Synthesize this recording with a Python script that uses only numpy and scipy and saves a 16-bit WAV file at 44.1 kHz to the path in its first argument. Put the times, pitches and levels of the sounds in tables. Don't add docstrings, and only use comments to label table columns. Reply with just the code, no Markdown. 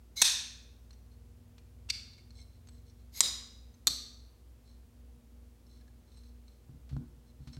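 import sys
import numpy as np
from scipy import signal
from scipy.fft import rfft, irfft
from scipy.io import wavfile
from scipy.ndimage import uniform_filter1d

SR = 44100
rng = np.random.default_rng(int(sys.argv[2]) if len(sys.argv) > 2 else 0)


def store_pcm(level_fs):
    pcm = np.round(np.clip(level_fs, -1, 1) * 32767).astype(np.int16)
    wavfile.write(sys.argv[1], SR, np.atleast_2d(pcm).T)


N = 334719
TIME = np.arange(N) / SR
BINS_HZ = np.fft.rfftfreq(8192, 1 / SR)


def from_db(db):
    return 10 ** (np.asarray(db) / 20)


def unit_energy(x):
    return x / np.sqrt(np.sum(x ** 2) + 1e-20)


def add(track, s, sound):
    stretch = track[int(round(s * SR)):][:len(sound)]
    stretch += sound[:len(stretch)]


def through(x, response):
    return signal.oaconvolve(x, response)[:N]


def spectrum(points):
    hz, db = np.transpose(points)
    return from_db(np.interp(np.log(np.maximum(BINS_HZ, 1)), np.log(hz), db))


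def resonances(modes):
    peaks = (from_db(db) / (1 + ((BINS_HZ - hz) / width) ** 2) for hz, width, db in modes)
    return np.sqrt(sum(peak ** 2 for peak in peaks))


def causal(gains):
    cepstrum, half = irfft(np.log(gains + 1e-9)), len(gains) - 1
    cepstrum[1:half] *= 2
    cepstrum[half + 1:] = 0
    return unit_energy(irfft(np.exp(rfft(cepstrum))))


def excite(drive, gains, smooth_bins=45):
    power = np.abs(rfft(drive, 2 * len(BINS_HZ) - 2)) ** 2
    ripple = np.sqrt(uniform_filter1d(power, smooth_bins) + 1e-18)
    ringing = signal.fftconvolve(drive, causal(gains / ripple))
    return np.linalg.norm(drive) * unit_energy(ringing)


def swell(peak_s, length_s, ease):
    return 1 / (1 + np.abs(2 * (TIME - peak_s) / length_s) ** (2 * ease))


def drift(rate_hz):
    return np.interp(TIME * rate_hz % 63, np.arange(64), rng.standard_normal(64))


def wavering_tone(hz, waver):
    wobble = (1 + waver * (drift(5.9) + 1j * drift(3.5))) / np.sqrt(1 + waver ** 2)
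    cycles = np.cumsum(hz * np.ones(N)) / SR + rng.random()
    return np.sqrt(2) * np.real(wobble * np.exp(2j * np.pi * cycles))


# [f/Hz, rms level/dB, waver/0-1]
HUM_LINES = [(59.3, -56.5, .12), (119.7, -73.5, .6), (216.5, -79, .5), (239.3, -69, .45), (360.4, -85, .4),
             (473, -79.5, .5)]


def hum():
    return sum(from_db(db) * wavering_tone(hz, waver) for hz, db, waver in HUM_LINES)


# [t/s, turns per second/Hz]
DRONE_SPEED = [(0, 19.3), (2.2, 20.45), (3.3, 21), (4.6, 20.95), (6.5, 20.3)]
# [multiple of the speed, steady level/dB, level of the added swell/dB]
DRONE_PARTIALS = [(2, -78, -78), (3, -61.5, -85), (4, -67.5, -66), (5, -72, -64.5), (7, -86, -75)]


def drone():
    speed = np.interp(TIME, *np.transpose(DRONE_SPEED))
    rise = swell(peak_s=2.1, length_s=1.7, ease=1.5)
    return sum((from_db(db) + from_db(swell_db) * rise) * wavering_tone(order * speed, waver=.25)
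               for order, db, swell_db in DRONE_PARTIALS)


# [f/Hz, relative level/dB]
AIR_SPECTRUM = [(15, -64), (25, -50), (40, -23.5), (64, -13.5), (87, -19.5), (120, -23), (149, -26),
                (206, -26), (242, -24.5), (384, -32.5), (476, -32.5), (754, -38), (911, -40), (1610, -45),
                (4000, -47.5), (16000, -51.5)]


def room_tone(hiss_db=-73.5):
    air = through(rng.standard_normal(N), causal(spectrum(AIR_SPECTRUM)))
    hiss = signal.sosfilt(signal.butter(4, 1000, "high", fs=SR, output="sos"), air)
    return from_db(hiss_db) * air / hiss.std()


def friction(grain_db):
    roughness = np.repeat(rng.standard_normal(N // 32 + 1), 32)[:N]
    grains = rng.standard_normal(N) * from_db(grain_db * roughness)
    return grains / grains.std()


# [f/Hz, half-width/Hz, relative level/dB]
PIVOT_OPENING_MODES = [(2160, 49, 1), (3750, 120, -4.5), (4030, 170, 4), (4950, 300, -7), (6230, 380, -1),
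                       (8250, 6000, -19.5), (11500, 350, -15)]
PIVOT_CLOSING_MODES = [(2200, 130, -1), (4100, 330, -0.5), (5000, 350, -1), (6550, 220, 2),
                       (7000, 4500, -11.5), (11500, 200, 2), (13200, 500, -8)]


def pivot(modes, start_s, stop_s, run_up_s, full_speed_db, grain_db):
    speed = np.clip((TIME - start_s) / run_up_s, 0, 1) * (TIME < stop_s)
    drag = friction(grain_db) * from_db(full_speed_db) * speed ** 1.9
    return through(drag, causal(resonances(modes)))


def chatter(t60, size=4096):
    return unit_energy(rng.uniform(-1, 1, size) * from_db(-60 * TIME[:size] / t60))


# [t/s, tap level/dB, ring level/dB, favoured f/Hz, t60/s]
FINGER_TOUCHES = [(.167, -34, -24, 6400, .02), (.2005, -35, -15, 4150, .015), (.2075, -32, -12, 4150, .03),
                  (.907, -39, -35, 4215, .031), (.93, -43, -40, 5810, .055), (1.115, -56, -45.5, 4220, .13),
                  (1.581, -36.5, -44, 2383, .036), (1.889, -32, -31, 2700, .037),
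                  (1.8914, -32, -21.5, 2710, .035), (2.134, -42.5, -36.5, 4030, .02),
                  (2.18, -42, -37.5, 2185, .07), (2.306, -43, -35, 4260, .022),
                  (2.387, -48, -36, 2170, .12), (2.672, -42, -41, 6470, .033),
                  (2.687, -37.5, -35, 8000, .026), (2.897, -50, -43, 5620, .047),
                  (3.74, -50, -42, 6300, .045), (5.667, -55, -45, 5340, .015), (5.81, -52, -46, 1680, .04),
                  (5.879, -53, -45, 1680, .03), (6.118, -46, -48, 3600, .05),
                  (6.171, -42.5, -41, 8200, .065), (6.236, -47, -44, 4110, .02),
                  (6.481, -48.5, -39, 4100, .012), (6.892, -34.5, -53, 4200, .13),
                  (6.924, -41, -55, 5700, .1), (6.966, -42, -47, 1290, .024),
                  (7.474, -31.5, -45.5, 4130, .1), (7.531, -36.5, -35, 5400, .13),
                  (7.568, -37.5, -39, 1490, .023)]
# [f/Hz, relative level/dB]
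TAP_SPECTRUM = [(200, -8.5), (500, -4), (1200, 2.5), (2500, 0), (4200, 2.5), (6000, -4.5), (8500, -10),
                (12000, -19), (16000, -29)]
# [f/Hz, half-width/Hz, relative level/dB]
HANDLE_RING = [(2200, 46, -8.5), (3600, 400, -11), (4080, 85, 1.5), (4350, 110, -2), (5432, 170, -6),
               (6260, 120, -5.5), (8060, 740, -15)]


def finger_ticks(ping_width_hz=67, ping_db=9.5):
    out, handle, tap = np.zeros(N), resonances(HANDLE_RING), spectrum(TAP_SPECTRUM)
    for s, tap_db, ring_db, hz, t60 in FINGER_TOUCHES:
        burst = chatter(t60)
        ping = resonances([(hz, ping_width_hz, ping_db)])
        add(out, s, from_db(tap_db) * excite(burst, tap))
        add(out, s, from_db(ring_db) * excite(burst, handle + ping))
    return out


# [f/Hz, t60/s]
ROOM_DECAY = [(100, .5), (500, 0.59), (1200, .72), (4000, 0.63), (6000, .6), (8000, .51), (11000, .43),
              (16000, 0.37)]
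# [t/s, relative level/dB]
ROOM_ONSET = [(0, -31.5), (.005, -5.5), (.017, -7.5), (.03, 0.5), (.045, 1), (.09, 0.5)]


def room(x):
    t, hz = TIME[:SR], np.fft.rfftfreq(SR, 1 / SR)
    onset = from_db(np.interp(t, *np.transpose(ROOM_ONSET)))
    centres, decays = np.transpose(ROOM_DECAY)
    white, tail = rfft(rng.standard_normal(SR)), 0
    for t60, share in zip(decays, np.eye(len(centres))):
        band = irfft(white * np.interp(hz, centres, share))
        tail = tail + band * unit_energy(from_db(-60 * t / t60) * onset)
    return through(x, unit_energy(tail))


# [t/s, level/dB, chatter t60/s]
OPEN_CONTACTS = [(.2171, 4.5, 0.01), (.2197, 8.5, 0.013), (.2222, 8, 0.012), (.2255, -9, 0.01)]
UNLOCK_CONTACTS = [(1.8975, -22, .03), (1.9004, -8, .012), (1.9017, -3.5, 0.015), (1.9042, -6.5, 0.018)]
CLOSE_CONTACTS = [(3.2057, 11.2, 0.0099), (3.2072, -2.5, .035)]
SEAT_CONTACTS = [(3.8672, -33.5, .08), (3.8709, 7, .007), (3.8728, -2, .035), (3.8748, -1, .035),
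                 (3.8771, -3, .035), (3.8838, -15.5, .025)]
# [f/Hz, half-width/Hz, relative level towards the microphone/dB, relative level into the room/dB]
OPEN_RING = [(610, 320, -24.5, -37.5), (980, 180, -15, -19), (1730, 250, -11.5, -12.5),
             (2200, 82, -10.5, -17), (2600, 200, -12.5, -8), (3680, 300, -5.5, -0.5), (4220, 150, -6, -1.5),
             (4720, 560, -19, -7.5), (5700, 550, -8.0, -4), (6290, 160, -1.0, -3.5),
             (6620, 150, -3.0, -5.5), (7370, 150, -10, -8), (8083, 160, -8.5, -5.5),
             (8830, 470, -11.5, -10.5), (10000, 470, -13.0, -18.0), (11100, 290, -17.5, -21),
             (11700, 730, -20.5, -20.0), (13320, 1060, -32.0, -30.5), (14800, 590, -28.5, -30.5)]
LOCK_RING = [(410, 93, -33, -31), (1570, 280, -26.5, -18.5), (2250, 145, -8.5, -8.5),
             (2750, 310, -13.5, -11), (3610, 180, -10, -5.5), (4200, 110, -5, -2.5), (4530, 150, -0.5, 2.5),
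             (4840, 150, -10, -0.5), (5660, 300, -8.5, -8), (6500, 890, -19.5, -17.0),
             (7480, 170, -21.5, -17.5), (8180, 320, -16, -17.5), (9640, 1020, -29, -27.5),
             (11680, 690, -34.0, -34.0), (12820, 750, -35.0, -31.5)]
FOLDED_RING = [(695, 3300, -27, -24.5), (1115, 180, -17, -18), (2122, 320, -16, -18.5),
               (3330, 440, -13, -15), (3790, 90, -60.0, -0.5), (3970, 200, -6, -1.5), (4930, 180, -8, -1.5),
               (5170, 120, -8, -6.5), (5885, 150, -3.5, -6.0), (6990, 600, -4.5, -8.5),
               (7220, 172, -1, -19), (7900, 190, -7.5, -58), (8650, 690, -10.5, -14),
               (9956, 560, -16.5, -26), (11600, 1150, -19, -25.0), (13340, 120, -28, -23.5),
               (14620, 1200, -32, -33.5)]
SEAT_RING = [(390, 320, -28, -24.5), (1210, 80, -18, -17.5), (2120, 1100, -23, -24.5), (3140, 99, -20, -30),
             (3660, 155, -6, -5.0), (4200, 74, 1.5, -60.0), (4270, 310, -60.0, -0.5), (4540, 126, -6, -2.5),
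             (5940, 620, -15, -8), (6100, 190, -10.5, -60.0), (6770, 145, -8.5, -28), (7860, 650, -11, -13),
             (8480, 120, -13, -18), (9880, 590, -23.5, -25), (11500, 660, -20.5, -24),
             (12490, 320, -25.5, -26.0), (13000, 450, -20, -23.0), (14700, 760, -35, -34.0)]


def snap(contacts, modes, room_db, tick_db):
    start, drive = contacts[0][0], np.zeros(4096)
    for s, db, t60 in contacts:
        blow = chatter(t60)
        blow[0] += from_db(tick_db) * rng.choice([-1, 1])
        add(drive, s - start, from_db(db) * unit_energy(blow))
    hz, width, near_db, far_db = np.transpose(modes)
    near, far = np.zeros((2, N))
    add(near, start, excite(drive, resonances(zip(hz, width, near_db))))
    add(far, start, excite(drive, resonances(zip(hz, width, far_db)), smooth_bins=13))
    return near + from_db(room_db) * room(far)


# [t/s, f/Hz, level/dB, t60/s]
PALM_KNOCKS = [(.2195, 233.3, -44.5, .05), (3.206, 238.4, -46.5, 0.078), (3.207, 120, -51, .04),
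               (3.874, 272, -43, 0.094), (3.903, 149, -41, 0.034)]


def recoil():
    out, t = np.zeros(N), TIME[:SR // 2]
    for s, hz, db, t60 in PALM_KNOCKS:
        add(out, s, from_db(db - 60 * t / t60) * np.sin(2 * np.pi * hz * t))
    return out


# [fastest moment t/s, level/dB, length/s]
FINGER_SLIDES = [(2.395, -64, .075), (2.55, -80, .05), (2.76, -77, .09), (2.885, -72, .045),
                 (3.01, -78, .04), (4.695, -74, .09), (5.745, -73.5, .12), (6.16, -74, .14),
                 (6.275, -74, .06), (6.51, -79, .1), (7.29, -76, .05), (7.46, -76, .08), (7.54, -62, .025)]
# [f/Hz, half-width/Hz, relative level/dB]
SLIP_RING = [(4110, 70, 0), (5380, 120, -10), (8200, 1200, -22)]


def finger_rubs(slips_per_s=24, slip_db=27, spread_db=3):
    sliding = sum(from_db(db) * swell(s, length, ease=2) for s, db, length in FINGER_SLIDES)
    rub = through(friction(grain_db=3) * sliding, causal(resonances(HANDLE_RING)))
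    slips = rng.random(N) < slips_per_s / SR
    strength = sliding * from_db(slip_db + spread_db * rng.uniform(-1, 1, N))
    return rub + through(slips * strength, causal(resonances(SLIP_RING)))


# [t/s, level/dB, contact length/s]
TABLE_BLOWS = [(6.693, -50.5, 0.0035), (6.747, -52.5, 0.0044), (6.914, -42.5, .006), (6.929, -36.5, 0.0056),
               (6.966, -37, 0.0026), (7.09, -66, 0.0033), (7.404, -45.5, 0.0066), (7.473, -47, 0.0034),
               (7.571, -44.5, 0.0036)]
# [f/Hz, relative level/dB, t60/s]
TABLE_RING = [(70.3, 0.5, 0.49), (139.6, 6.5, 0.17), (169, -2, .14), (241.2, 3, .14), (278.1, -6, 0.33),
              (349, -13.5, 0.23), (472, -7, 0.04), (820, 8, 0.01), (1064, 3, .025), (1420, 10.5, 0.017)]


def table_thuds():
    force, t = np.zeros(N), TIME[:SR // 20]
    for s, db, length in TABLE_BLOWS:
        push = t * np.exp(-2 * np.pi * t / length)
        add(force, s, from_db(db) * push / push.sum())
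    t = TIME[:SR]
    top = sum(from_db(db - 60 * t / t60) * np.sin(2 * np.pi * hz * t) for hz, db, t60 in TABLE_RING)
    return through(force, top)


def scene():
    background = hum() + drone() + room_tone()
    swish = (pivot(PIVOT_OPENING_MODES, .154, .217, run_up_s=.017, full_speed_db=-38, grain_db=2)
             + pivot(PIVOT_CLOSING_MODES, 3.113, 3.2, run_up_s=.06, full_speed_db=-44, grain_db=.6))
    handling = finger_ticks() + finger_rubs()
    snaps = (snap(OPEN_CONTACTS, OPEN_RING, room_db=-2, tick_db=-9.5)
             + snap(UNLOCK_CONTACTS, LOCK_RING, room_db=-7.5, tick_db=-14)
             + snap(CLOSE_CONTACTS, FOLDED_RING, room_db=-7.8, tick_db=-10)
             + snap(SEAT_CONTACTS, SEAT_RING, room_db=-10, tick_db=-6.5))
    thuds = recoil() + table_thuds()
    reflections = room(from_db(-9.5) * swish + from_db(-10) * handling + from_db(-9) * thuds)
    return (background + swish + handling + snaps + thuds + reflections)[None]


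def record(dry):
    low_cut_hz, high_cut_hz, ceiling = 42, 15900, 0.43
    thinned = signal.sosfilt(signal.butter(4, low_cut_hz, "high", fs=SR, output="sos"), dry)
    rounded = ceiling * np.tanh(thinned / ceiling)
    return signal.sosfilt(signal.ellip(10, .1, 70, high_cut_hz, fs=SR, output="sos"), rounded)


dry = scene()
out = record(dry)
store_pcm(out)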